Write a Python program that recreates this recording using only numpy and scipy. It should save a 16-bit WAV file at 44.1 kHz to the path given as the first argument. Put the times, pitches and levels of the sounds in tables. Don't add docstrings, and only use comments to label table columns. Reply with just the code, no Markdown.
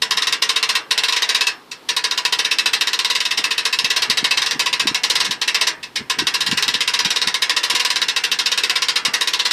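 import sys
import numpy as np
from scipy import signal
from scipy.fft import rfft, irfft, next_fast_len
from scipy.io import wavfile
from scipy.ndimage import uniform_filter1d, map_coordinates

SR = 44100
rng = np.random.default_rng(int(sys.argv[2]) if len(sys.argv) > 2 else 0)


def digitize_waveform(pressure):
    field = np.atleast_2d(pressure).T
    bounded = np.clip(field, -1, 1)
    quanta = np.round(bounded * 32767).astype(np.int16)
    wavfile.write(sys.argv[1], SR, quanta)


N = 419832

# (start [s], teeth [count], first gap [ms], gap growth [ms/tooth],
# level [dB], post ring [dB], wheel ping [dB])
CRANK_STROKES = [(0.0196, 3, 89.7, -27.5, -15.5, 3, -6), (0.2205, 3, 49.3, 5.6, -15, 0, 2),
                 (0.421, 6, 71.2, -2.5, -15, 0, -1), (0.9092, 5, 67.8, -9.5, -15.5, 1, 5),
                 (1.162, 3, 59, 10.5, -15.5, -2.5, -2), (1.347, 3, 61.3, -1.1, -14, 0, 5.5),
                 (1.8888, 5, 77.9, -4, -17.0, 2.5, -6), (2.2505, 4, 73.7, -8, -16, 0.5, 3),
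                 (2.5125, 5, 72.5, 1.15, -15, 0, 7), (2.8713, 8, 60.2, -1.95, -16.5, 1.5, 5.5),
                 (3.3102, 7, 63.8, 2.36, -16.5, 1, 4), (3.7875, 5, 57.2, 1, -15, -1, 1),
                 (4.0985, 5, 75.2, -4.5, -15, 1.5, 5), (4.4184, 3, 42.0, 6.5, -16.5, 1.5, -8),
                 (4.596, 6, 64.8, 2.5, -15.5, 3, 6), (5.0366, 4, 62.0, -7, -14.8, 3, -3),
                 (5.248, 3, 61.7, 43.9, -18.5, -0.5, 1), (5.4781, 4, 68.9, -4.5, -15, -1.5, 5.5),
                 (6.0984, 7, 89.0, -8, -16.5, 1, -1), (6.5734, 6, 50.4, 5.1, -15.5, -1.5, 3),
                 (6.9374, 7, 55, 0.32, -15.5, 1, -9), (7.3417, 6, 78.3, -3.5, -16, -0.5, -3),
                 (7.7517, 6, 47, 3, -15.5, -0.5, 0), (8.0848, 5, 77.3, -0.6, -16.2, -0.5, 4),
                 (8.4583, 8, 57.9, 0.96, -16, -1, 3), (8.9592, 3, 90.6, -3, -16, -5.5, -4),
                 (9.2099, 6, 63, -1.64, -16, -2, 0)]
# (time [s], level [dB], post ring [dB], wheel ping [dB])
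STALL_DROPS = [(1.7148, -28.5, 0.5, 7), (5.8307, -28.5, -1, 16.5), (5.9577, -20, -22, -4)]
# (level [dB], brightness [dB], post ring [dB], wheel ping [dB])
TOOTH_SPREAD_DB = [.5, 1.2, 1.8, 3.5]
# (delay [ms], strength [dB])
PAWL_CONTACTS = [(-1.66, -0.5), (1, 11), (3, 2), (5, -0.5), (7.5, -3)]
# (frequency [Hz], relative density [dB])
CLASH_SPECTRUM = [(140, -26), (380, -14), (600, -18), (900, -10), (1350, -8), (1900, -2.5), (2400, -3.5),
                  (3600, -1.5), (5400, -2.5), (6400, -11), (8800, -15.5), (10600, -22), (12200, -24.5),
                  (14600, -31)]
# (frequency [Hz], t60 [s])
CLASH_DECAY = [(500, 0.6), (1200, 0.4), (2000, 0.25), (3800, 0.15), (7000, 0.13), (12500, 0.078)]
# (frequency [Hz], gain [dB/dB])
CLASH_TILT = [(1800, -0.54), (6000, -0.31), (14000, 0.67)]
# (frequency [Hz], level [dB], t60 [s])
GEAR_MODES = [(1417, -25.5, 0.27), (1616, -17.5, 0.29), (1732, -15.5, 0.27), (1884, -10.5, 0.11),
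              (1950, -10, 0.13), (2170, -10, 0.11), (2770, -12.5, 0.23), (2802, -8, 0.13),
              (2890, -6.5, 0.072), (3072, -9, 0.044), (3080, 1.5, 0.033), (3570, -12, 0.095),
              (3590, -8.5, 0.085), (3749, 2, 0.06), (3800, 0.5, 0.082), (3875, -1.5, 0.042),
              (4094, -3, 0.11), (4210, -6.5, 0.064), (4620, -4.5, 0.057), (4720, -5, 0.052),
              (4890, 0, 0.044), (4970, -8, 0.059), (5230, -9, 0.086), (5320, -16.5, 0.23),
              (5440, -6.5, 0.068), (5790, -6, 0.072), (8500, -24.5, 0.22), (11180, -18, 0.096)]
# (frequency [Hz], level [dB], t60 [s])
WHEEL_MODES = [(2612, -4.5, 0.12), (2677, 0, 0.038)]
# (frequency [Hz], level [dB], t60 [s])
POST_MODES = [(984, -7.5, .19), (1050, -1.5, .09), (1108, -4, .065)]
# (frequency [Hz], level [dB], t60 [s], drift [dB/s])
FRAME_MODES = [(449, -16, 0.23, -0.88), (486.5, -22.5, 0.18, 0.73)]
# (time [s], envelope peak [dB], frequency [Hz])
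BUMPS = [(3.397, -28, 292), (3.843, -29, 200), (4.101, -24.5, 210), (4.231, -23.5, 254),
         (4.562, -25.5, 274), (4.859, -18.5, 300), (4.915, -23.5, 280), (5.298, -26.5, 212),
         (6.017, -22.5, 230), (6.19, -27, 250), (6.225, -18.5, 312), (6.492, -31, 220), (6.53, -16, 238),
         (6.688, -28, 240), (6.754, -27, 240), (7.061, -20.5, 205), (7.275, -25, 223), (7.741, -27, 316),
         (9.085, -28, 218)]
# (time [s], level [dB])
HANDLING_LEVELS = [(0.0, -51), (0.58, -56), (1.53, -57.5), (5.04, -49.5), (5.62, -54), (6.73, -50),
                   (7.37, -55), (9.52, -53)]
# (frequency [Hz], relative density [dB])
RUMBLE_SPECTRUM = [(25, -9), (60, -3), (95, 0.5), (130, 8.5), (220, 7.5), (330, 4), (450, 5), (800, -45)]
# (frequency [Hz], relative density [dB])
RIVER_SPECTRUM = [(120, -33), (240, 1.5), (450, 2), (620, -5), (1100, 0.5), (1500, -7), (4200, -7.5),
                  (6500, -18.5), (14000, -23.5)]

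CLACK_SAMPLES, LEAD_SAMPLES = 10240, 88


def ratchet(echo_s=0.0095, steel_cutoff_hz=230, attack_s=0.03):
    times_s, level_db, bright_db, post_db, ping_db = pawl_drops()
    teeth = len(times_s)
    t = np.maximum(np.arange(CLACK_SAMPLES) - LEAD_SAMPLES, 0) / SR
    attack = t < attack_s
    clacks = clash(t, bright_db)
    clacks += amp(-7) * delayed(clacks, echo_s)
    highpass = signal.butter(3, steel_cutoff_hz, "highpass", fs=SR, output="sos")
    clacks = signal.sosfilt(highpass, clacks)
    clacks /= rms(clacks[:, attack])
    fall = ring(GEAR_MODES, t, teeth, rise_s=0.001, spread_db=3, spread_rad=1.12, memory=0.49)
    rebound = ring(GEAR_MODES, t, teeth, rise_s=0.001, spread_db=3, spread_rad=1.12, memory=0.49)
    rebound_s = PAWL_CONTACTS[-1][0] / 1000
    clacks += amp(-0.5) * (fall + amp(-2) * delayed(rebound, rebound_s))
    wheel = ring(WHEEL_MODES, t, teeth, rise_s=0.0017, spread_db=0.7, spread_rad=0.92, memory=0.33)
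    clacks += amp(ping_db[:, None]) * wheel
    post = ring(POST_MODES, t, teeth, rise_s=0.0033, spread_db=1.8, spread_rad=0.73, memory=0.9)
    clacks += amp(post_db[:, None]) * post
    for *mode, drift_db_per_s in FRAME_MODES:
        frame = ring([mode], t, teeth, rise_s=0.002, spread_db=0.5, spread_rad=0.9, memory=0.24)
        clacks += amp(drift_db_per_s * times_s[:, None]) * frame
    clacks *= amp(level_db[:, None]) / rms(clacks[:, attack])
    track = np.zeros(N)
    for time_s, clack in zip(times_s, clacks):
        add(track, time_s - LEAD_SAMPLES / SR, clack)
    return track


def pawl_drops(usual_gap_s=0.069, settled_gap_s=0.076, usual_bright_db=0.73):
    drops = list(STALL_DROPS)
    for start_s, teeth, gap_ms, growth_ms, *levels_db in CRANK_STROKES:
        k = np.arange(teeth)
        elapsed_s = (k * gap_ms + k * (k - 1) / 2 * growth_ms) / 1000
        drops += [(start_s + s, *levels_db) for s in elapsed_s]
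    times_s, level_db, post_db, ping_db = np.transpose(sorted(map(tuple, drops)))
    gaps_s = np.diff(times_s, prepend=times_s[0] - usual_gap_s)
    gap_doublings = np.log2(np.clip(gaps_s, usual_gap_s / 2, settled_gap_s) / usual_gap_s)
    level_db += 2.5 * gap_doublings
    bright_db = usual_bright_db + 1.8 * gap_doublings
    mean_db = np.array([level_db, bright_db, post_db, ping_db])
    scatter_db = TOOTH_SPREAD_DB * drifting(len(times_s), size=4, memory=0.23)
    return times_s, *(mean_db + scatter_db.T)


def clash(t, bright_db, crack_db=5.5, crack_t60_s=0.014, spread_db=5.5, ripple_db=2.5, memory=0.41):
    teeth, size = len(bright_db), len(t)
    delay_ms, contact_db = np.transpose(PAWL_CONTACTS)
    bounce_stretch = 1 + 0.041 * rng.standard_normal((teeth, 1))
    onsets = np.abs(LEAD_SAMPLES + delay_ms * SR / 1000 * bounce_stretch).astype(int)
    blow_db = contact_db + spread_db * rng.standard_normal((teeth, len(contact_db)))
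    blows = np.zeros((teeth, size))
    blows[np.arange(teeth)[:, None], onsets] = amp(blow_db) ** 2
    crack_power = amp(crack_db) ** 2 * decaying_power(blows, crack_t60_s)
    hz = np.fft.rfftfreq(size, 1 / SR)
    ripple = uniform_filter1d(drifting(teeth, len(hz), memory), size=36, axis=1)
    tilt_db = bright_db[:, None] * log_interp(CLASH_TILT, hz)
    colour_db = log_interp(CLASH_SPECTRUM, hz) + tilt_db + ripple_db * ripple / rms(ripple)
    steel_spectrum = rfft(drifting(teeth, size, memory)) * amp(colour_db)
    centres_hz, t60s_s = np.transpose(CLASH_DECAY)
    clashes = np.zeros((teeth, size))
    for weights, t60_s in zip(np.eye(len(centres_hz)), t60s_s):
        band = irfft(steel_spectrum * log_interp(np.c_[centres_hz, weights], hz), size)
        power = crack_power + decaying_power(blows, t60_s)
        clashes += band * np.sqrt(power / power.mean())
    return clashes


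def ring(modes, t, teeth, rise_s, spread_db, spread_rad, memory, detune=0.0048):
    hz, level_db, t60_s = np.transpose(modes)[:, :, None]
    envelopes = amp(level_db - 60 * t / t60_s) * (1 - np.exp(-t / rise_s)) ** 2
    partials = envelopes * np.exp(2j * np.pi * hz * t)
    strengths = amp(spread_db * drifting(teeth, len(modes), memory))
    phasors = np.exp(1j * spread_rad * rng.standard_normal(strengths.shape))
    rings = ((strengths * phasors) @ partials).imag
    speeds = 1 + detune * rng.standard_normal(teeth)
    samples = np.arange(len(t))
    return np.array([np.interp(samples * speed, samples, row) for speed, row in zip(speeds, rings)])


def bumps(width_s=0.0038, shudder_s=0.033, shudder_db=-16):
    pushes, shudder = np.zeros(N), np.zeros(N)
    t = np.arange(-SR // 10, SR // 10) / SR
    for time_s, peak_db, hz in BUMPS:
        tone = np.cos(2 * np.pi * (hz * t + rng.random()))
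        add(pushes, time_s + t[0], amp(peak_db) * np.exp(-(t / width_s) ** 2) * tone)
        add(shudder, time_s + t[0], amp(peak_db + shudder_db) * np.exp(-np.abs(t) / shudder_s))
    return pushes + shudder * noise(RUMBLE_SPECTRUM)


def handling(swell_db=2):
    level_db = np.interp(np.arange(N) / SR, *np.transpose(HANDLING_LEVELS))
    return amp(level_db + swell_db * wobble(knots_per_s=9.4)) * noise(RUMBLE_SPECTRUM)


def river(level_db=-48, swell_db=1.5):
    return amp(level_db + swell_db * wobble(knots_per_s=6.4)) * noise(RIVER_SPECTRUM)


def amp(db):
    return 10 ** (np.asarray(db) / 20)


def rms(x):
    return np.sqrt(np.mean(x ** 2, axis=-1, keepdims=True) + 1e-20)


def log_interp(points, hz):
    knots_hz, values = np.transpose(points)
    return np.interp(np.log(hz + 1), np.log(knots_hz + 1), values)


def filtered(x, response):
    size = next_fast_len(N + SR // 2)
    return irfft(rfft(x, size) * response(np.fft.rfftfreq(size, 1 / SR)), size)[..., :N]


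def noise(spectrum):
    x = filtered(rng.standard_normal(N), lambda hz: amp(log_interp(spectrum, hz)))
    return x / rms(x)


def wobble(knots_per_s):
    knots = rng.standard_normal(int(N * knots_per_s / SR) + 4)
    return map_coordinates(knots, [np.arange(N) * knots_per_s / SR])


def drifting(teeth, size, memory):
    rows = rng.standard_normal((teeth, size))
    for k in range(1, teeth):
        rows[k] = memory * rows[k - 1] + np.sqrt(1 - memory ** 2) * rows[k]
    return rows


def decaying_power(blows, t60_s):
    return signal.lfilter([1], [1, -amp(-120 / (t60_s * SR))], blows)


def delayed(x, delay_s):
    return np.pad(x, ((0, 0), (round(delay_s * SR), 0)))[:, :x.shape[1]]


def add(track, start_s, sound):
    start = max(round(start_s * SR), 0)
    part = track[start:start + len(sound)]
    part += sound[:len(part)]


def scene():
    centre = ratchet() + bumps() + handling() + river()
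    return np.array([centre, centre])


def record(dry):
    ceiling, hardness, cutoff_hz = 0.9, 6, 14800
    rounded = dry / (1 + np.abs(dry / ceiling) ** hardness) ** (1 / hardness)
    return filtered(rounded, lambda hz: 1 / np.sqrt(1 + (hz / cutoff_hz) ** 160))


dry = scene()
out = record(dry)
digitize_waveform(out)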